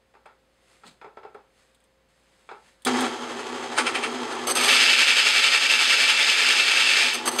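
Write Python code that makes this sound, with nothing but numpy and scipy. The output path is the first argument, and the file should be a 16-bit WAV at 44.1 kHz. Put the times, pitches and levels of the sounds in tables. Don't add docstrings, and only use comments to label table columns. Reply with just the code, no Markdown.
import sys
import numpy as np
from scipy import signal
from scipy.fft import rfft, irfft
from scipy.io import wavfile
from scipy.ndimage import uniform_filter1d, minimum_filter1d, map_coordinates

SR = 44100
rng = np.random.default_rng(int(sys.argv[2]) if len(sys.argv) > 2 else 0)


def waveform_to_disk(signal):
    frames = np.transpose(np.atleast_2d(signal))
    scaled = np.clip(frames, -1, 1) * 32767
    samples = np.round(scaled).astype(np.int16)
    wavfile.write(sys.argv[1], SR, samples)


N = 326340
TIME = np.arange(N) / SR
FFT_SIZE = 2 ** 14
HZ = np.fft.rfftfreq(FFT_SIZE, 1 / SR)


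def amp(db):
    return 10 ** (np.asarray(db) / 20)


def unit(x):
    return x / np.sqrt(np.mean(x ** 2) + 1e-20)


def wobble(rate):
    values = rng.standard_normal(N // 40)
    coarse = TIME[::8]
    return np.interp(TIME, coarse, map_coordinates(values, [coarse * rate], mode="mirror"))


def fade_in(start, length):
    return np.clip((TIME - start) / length, 0, 1)


def held(start, hold, rise, fall):
    return fade_in(start, rise) * np.exp(-(np.maximum(TIME - start - hold, 0) / fall) ** 2)


def swells(rows):
    power = np.zeros(N)
    for at, db, rise, fall in rows:
        near = slice(max(0, int(at * SR) - SR // 3), int(at * SR) + SR // 3)
        t = TIME[near] - at
        power[near] += amp(db) ** 2 * np.exp(-2 * np.maximum(-t / rise, t / fall))
    return np.sqrt(power)


def grit(rate, spread_db):
    return unit(rng.standard_normal(N) * amp(spread_db * wobble(rate)))


def blow(at, t60, room_db, room_t60):
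    t = np.arange(SR // 2) / SR
    fade = np.hypot(amp(-60 * t / t60), amp(room_db - 60 * t / room_t60))
    return np.pad(rng.standard_normal(len(t)) * fade, (round(at * SR), N))[:N]


def tones(rows, drift, drift_rate):
    return sum(amp(db) * np.sqrt(2) * np.sin(2 * np.pi * hz * TIME + drift * wobble(drift_rate))
               for hz, db in rows)


def ringing_filter(x, gain):
    cepstrum = irfft(np.log(np.maximum(gain, 1e-6)), FFT_SIZE)
    cepstrum[1:FFT_SIZE // 2] *= 2
    cepstrum[FFT_SIZE // 2 + 1:] = 0
    return signal.oaconvolve(x, irfft(np.exp(rfft(cepstrum)), FFT_SIZE))[:N]


def body(force, colour, notes=()):
    hz, db = np.transpose(colour)
    broad = amp(np.interp(np.log(HZ + 1), np.log(hz), db))
    peaks = sum(amp(level) ** 2 / (1 + (2 * (HZ - centre) / width) ** 2)
                for centre, width, level in notes)
    return ringing_filter(force, unit(broad * np.sqrt(1 + peaks)))


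def walls(x, echo_db, t60):
    t = np.arange(SR // 4) / SR
    echoes = rng.standard_normal(len(t)) * amp(-60 * t / t60) * (t > .002)
    reflected = signal.fftconvolve(x, echoes / np.linalg.norm(echoes))[:N]
    return (x + amp(echo_db) * reflected) / np.hypot(1, amp(echo_db))


# f/Hz, level/dB
AIR_COLOUR = [(15, -42), (25, -13), (75, -10), (250, -5.5), (309, -8), (543, -6.5), (588, -10), (1460, -14),
              (1760, -13), (3010, -18.5), (4500, -21), (5570, -22), (8320, -27), (15000, -38)]
SHOP_HUM = [(57, -75), (120, -84.5), (529, -73)]
def shop():
    air = amp(-67) * body(rng.standard_normal(N), AIR_COLOUR)
    return air + tones(SHOP_HUM, drift=0.6, drift_rate=9.8)


# t/s, level/dB, rise/s, fall/s
RAG_STROKES = [(.72, -60, 0.1, 0.16), (1.6, -62, 0.06, .12), (2.42, -64.5, 0.45, 0.27),
               (2.68, -58, 0.076, 0.075)]
BRISK_BRUSH = [(.872, -47, .016, .034)]
# f/Hz, level/dB
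RAG_COLOUR = [(60, -16), (200, 1), (700, 0.5), (2000, 2), (4500, -2.5), (8500, -4.5), (11000, -14),
              (15000, -32)]
BRUSH_COLOUR = [(60, -19), (170, 10), (300, 1), (1200, -5), (3000, -3), (4200, 1), (5200, -7), (8500, -6),
                (11000, -23), (15000, -28)]
def cloth():
    rubbing = swells(RAG_STROKES) * grit(rate=400, spread_db=1.3)
    brushing = swells(BRISK_BRUSH) * grit(rate=340, spread_db=-1.5)
    return body(rubbing, RAG_COLOUR) + body(brushing, BRUSH_COLOUR)


# t/s, clack level/dB, thud level/dB, wait until the drop/s
BENCH_KNOCKS = [(0.139, -43, -42, 0.012), (0.256, -36, -36, .002), (0.835, -37.5, -45, .004),
                (1.014, -33.5, -23, .03), (1.17, -37.5, -26.5, .002), (1.232, -36.5, -26, .018),
                (1.346, -39, -27, .002), (2.49, -28, -26, 0.024)]
# f/Hz, width/Hz, boost/dB
BENCH_COLOUR = [(60, -19), (200, -11), (400, -2), (1400, 2.5), (2500, -20.5), (4500, -24.5), (7000, -23),
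                (14000, -50)]
BENCH_NOTES = [(412, 40, 13.6), (802, 40, 10.6), (886, 40, 11), (1331, 26, 12), (2280, 240, 15.7),
               (2620, 120, 19), (3414, 306, 15.7), (4107, 590, 10), (5000, 220, 12)]
def knocks():
    soft, hard = np.zeros(N), np.zeros(N)
    for start, clack_db, thud_db, wait in BENCH_KNOCKS:
        edge, drop = [blow(at, t60=0.054, room_db=-4.5, room_t60=0.29) for at in (start, start + wait)]
        soft += amp(thud_db) * (amp(-11) * edge + drop)
        hard += amp(clack_db) * (edge + amp(-2) * drop)
    thud = signal.lfilter(*signal.butter(2, 620, "low", fs=SR), soft)
    clack = signal.lfilter(*signal.butter(2, 620, "high", fs=SR), hard)
    return amp(-9.5) * body(thud - clack, BENCH_COLOUR, BENCH_NOTES)


# t/s, relative level/dB
SHARP_TICKS = [(0.26, -56), (1.344, -58), (1.7469, -51.5), (1.803, -58), (1.8392, -54), (2.82, -46),
               (2.8498, -15.5), (3.0071, -19.5)]
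# f/Hz, width/Hz, boost/dB
TICK_COLOUR = [(60, -30), (300, -1), (1500, -13), (5000, -7), (9000, 5), (15000, -15)]
TICK_NOTES = [(3430, 350, 21), (8450, 250, 2.8)]
def ticks():
    force = sum(amp(db - 7.5) * blow(at, t60=0.063, room_db=-19, room_t60=0.17)
                for at, db in SHARP_TICKS)
    return body(force, TICK_COLOUR, TICK_NOTES)


# t/s, speed/(turns per s)
SAW_SPEED = [(4.55, 11.9), (4.9, 11.08), (5.55, 11.2), (5.9, 10.47), (6.5, 10.15), (7.0, 10.35),
             (7.3, 11.5)]
def saw_angle():
    turns = np.cumsum(np.interp(TIME, *np.transpose(SAW_SPEED))) / SR
    deepest_s = 4.92
    return 2 * np.pi * (turns - np.interp(deepest_s, TIME, turns))


MOTOR_ON_S, SURGE_S, FEED_S = 2.858, 0.18, 3.786
def effort():
    idle_db = -34.5
    surge_db = 8 * held(MOTOR_ON_S, SURGE_S, rise=.002, fall=0.05)
    feed_db = 2 * fade_in(FEED_S, 0.04)
    return amp(idle_db + surge_db + feed_db) * fade_in(MOTOR_ON_S, 0.0059)


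# f/Hz, relative level/dB
MOTOR_HUM = [(59.3, -47), (118.6, -28.5), (232, -22), (239.8, -13.5), (250, -15), (329.4, -18),
             (359.5, -13), (389.5, -8.5)]
# f/Hz, width/Hz, boost/dB
FRAME_COLOUR = [(30, -44), (75, -21), (115, -13.5), (160, -11), (205, -21), (235, -10.5), (440, 5),
                (580, -8.5), (850, -3), (1400, -3), (4500, -11), (6400, -10), (9000, -20), (11000, -31),
                (15000, -47)]
FRAME_NOTES = [(233.3, 4.7, 15), (250, 9.9, 18.2), (332.5, 4.7, 9.2), (387, 30, 4.6), (553.4, 21, 9.6),
               (673, 17, 10.2), (769, 35, 12.4), (870, 86, 9.1), (1116, 54, 6.5), (1210, 20, 6.9),
               (1337, 53, 5.5), (1730, 24, 6.6), (2000, 20, 6.1)]
def motor(angle):
    level = effort()
    shake = amp(1.02) * grit(rate=300, spread_db=1.6) * amp(np.cos(angle))
    hum = tones(MOTOR_HUM, drift=0.27, drift_rate=9.9)
    jerk = held(MOTOR_ON_S, SURGE_S, rise=.02, fall=0.016)
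    boom = jerk * tones([(251, -29.5), (770, -37), (820, -42)], drift=0.86, drift_rate=23)
    return body(level * shake, FRAME_COLOUR, FRAME_NOTES) + level * hum + boom


def rattles(db, jolt_db):
    turn_s, rise_s, fall_s = 1 / SAW_SPEED[0][1], .009, 0.022
    return swells([(FEED_S + k * turn_s, db + jolt_db * 0.51 ** k, rise_s, fall_s) for k in range(4)])


# t/s, level/dB, rise/s, fall/s
DRIVE_CLATTER = [(2.871, -18, 0.0036, 0.012), (3.03, -30.5, 0.049, 0.038), (4.325, -32.5, .004, 0.024)]
# f/Hz, level/dB
QUILL_COLOUR = [(60, -45), (200, -27), (400, 4.5), (620, -4), (1400, 3), (3000, -9), (5000, -6.5),
                (9200, -15), (10500, -26), (15000, -51)]
COLLAR_COLOUR = [(300, -36), (2000, 2.5), (3300, -3.5), (4500, -10.5), (15000, -41)]
# f/Hz, width/Hz, boost/dB
QUILL_NOTES = [(870, 44, 3.6), (1330, 58, 5.7), (1480, 37, 1.7), (2300, 200, 5), (8850, 250, 6.9),
               (9240, 79, 10.6), (14076, 368, 14)]
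CHIME_NOTES = [(2440, 280, 12), (2710, 83, 12), (3150, 120, 16)]
RING_NOTES = [(3215, 130, 18.5), (4020, 120, 12)]
def quill(angle):
    slack = np.hypot(swells(DRIVE_CLATTER), rattles(db=-26, jolt_db=10))
    clatter = body(slack * grit(rate=700, spread_db=2), QUILL_COLOUR, QUILL_NOTES)
    collar_taps = rattles(db=-24.5, jolt_db=0) * grit(rate=770, spread_db=1.0)
    chime = body(collar_taps, COLLAR_COLOUR, CHIME_NOTES)
    collar_shake = effort() * amp(-12 + 2 * np.cos(angle)) * rng.standard_normal(N)
    return clatter + chime + body(collar_shake, COLLAR_COLOUR, RING_NOTES)


# t/s, hold/s, level/dB
SAW_GRAZES = [(4.468, 0.045, -23), (4.548, .21, -25), (7.134, 0.017, -22.5), (7.254, 0.023, -20.5),
              (7.309, 0.062, -33), (7.383, .02, -26)]
# f/Hz, width/Hz, boost/dB
CUP_COLOUR = [(60, -35), (220, -8), (400, 9), (1000, 3.5), (3000, 1.5), (5000, -4), (9700, -6), (11500, -5),
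              (15000, -21)]
CUP_NOTES = [(1236, 106, 11), (3050, 140, 3), (4290, 110, 8.9), (4590, 160, 13), (6190, 125, 18.7),
             (8230, 51, 22.6), (8400, 109, 16), (10760, 400, 7.4)]
def saw_grazes():
    touch = sum(amp(db) * held(at, hold, rise=0.0056, fall=.016) for at, hold, db in SAW_GRAZES)
    chatter = amp(2.2 * wobble(70))
    return body(touch * chatter * grit(rate=700, spread_db=1.8), CUP_COLOUR, CUP_NOTES)


# t/s, hold/s, starting level/dB
SAW_BITES = [(4.562, .05, -24), (4.678, 2.314, -14), (7.382, .05, -22)]
def cut_depth(angle):
    press_db, press_s, relax_db_per_s = 20.5, 0.4, 6
    swell_db, evening_db_per_s = 3.5, 1.12
    lopsided = np.cos(angle) - np.cos(2 * angle) / 5 - np.sin(2 * angle) / 8
    power = np.zeros(N)
    for at, hold, db in SAW_BITES:
        t = np.maximum(TIME - at, 0)
        pressure_db = press_db * (1 - np.exp(-t / press_s)) - relax_db_per_s * t
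        swing_db = np.maximum(swell_db - evening_db_per_s * t, 0) * fade_in(at, press_s)
        contact = held(at, hold, rise=0.011, fall=0.13)
        power += (contact * amp(db + pressure_db + swing_db * lopsided)) ** 2
    return np.sqrt(power)


# f/Hz, width/Hz, boost/dB
IRON_COLOUR = [(60, -44), (205, -35.5), (240, -17.5), (1000, -11), (1400, -2), (2050, -2.5), (2500, 0),
               (3000, -1), (3900, -0.5), (5000, 0), (8600, -11.5), (9800, -21), (11000, -19.5),
               (15000, -42)]
IRON_NOTES = [(254, 15, 6), (436, 38, 8), (548, 20, 9), (688, 13, 9), (871, 46, 7), (1250, 52, 2),
              (1340, 29, 6), (1550, 16, 5), (1733, 61, 3), (1788, 15, 6), (1886, 64, 4), (2104, 16, 8),
              (2150, 9, 9), (2283, 71, 8), (2331, 17, 12), (2436, 63, 7), (2585, 9, 8), (2621, 33, 11),
              (2668, 14, 12), (2765, 47, 7), (2799, 24, 12.5), (3015, 20, 10), (3130, 86, 4), (3305, 90, 5),
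              (3488, 18, 8), (3591, 19, 5), (3654, 17, 6), (4505, 12, 5), (5068, 22, 3), (8640, 132, 3)]
def saw_cut(angle):
    chips = cut_depth(angle) * grit(rate=600, spread_db=1.5)
    return body(chips, IRON_COLOUR, IRON_NOTES)


def scene():
    angle = saw_angle()
    drill = motor(angle) + quill(angle) + saw_cut(angle) + saw_grazes()
    drill_in_room = walls(drill, echo_db=-14, t60=.17)
    return (shop() + knocks() + cloth() + ticks() + drill_in_room)[None]


def gain_control(x):
    limit_db, attack_s, hold_s, recover_db_per_s = -16, 0.0068, 0.098, 55
    power = np.abs(uniform_filter1d(x ** 2, size=SR // 60)) + 1e-12
    needed_db = np.minimum(limit_db - 10 * np.log10(power), 0)
    half_hold = int(hold_s * SR / 2)
    held_db = minimum_filter1d(needed_db, 2 * half_hold + 1, origin=half_hold)
    recovery_db = recover_db_per_s * TIME
    gain_db = np.minimum.accumulate(held_db - recovery_db) + recovery_db
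    step = 1 / (attack_s * SR)
    return x * amp(signal.lfilter([step], [1, step - 1], gain_db))


# f/Hz, width/Hz, level/dB
MIC_DIPS = [(5720, 380, -12), (6930, 200, -9)]
def record(dry):
    ceiling, top_hz = .54, 15700
    dips_db = sum(db / (1 + (2 * (HZ - hz) / width) ** 2) for hz, width, db in MIC_DIPS)
    levelled = gain_control(ringing_filter(dry[0], amp(dips_db)))
    rounded = levelled / (1 + np.abs(levelled / ceiling) ** 8) ** (1 / 8)
    low_pass = signal.firwin(801, top_hz, fs=SR)
    return signal.oaconvolve(rounded, low_pass, mode="same")[None]


dry = scene()
out = record(dry)
waveform_to_disk(out)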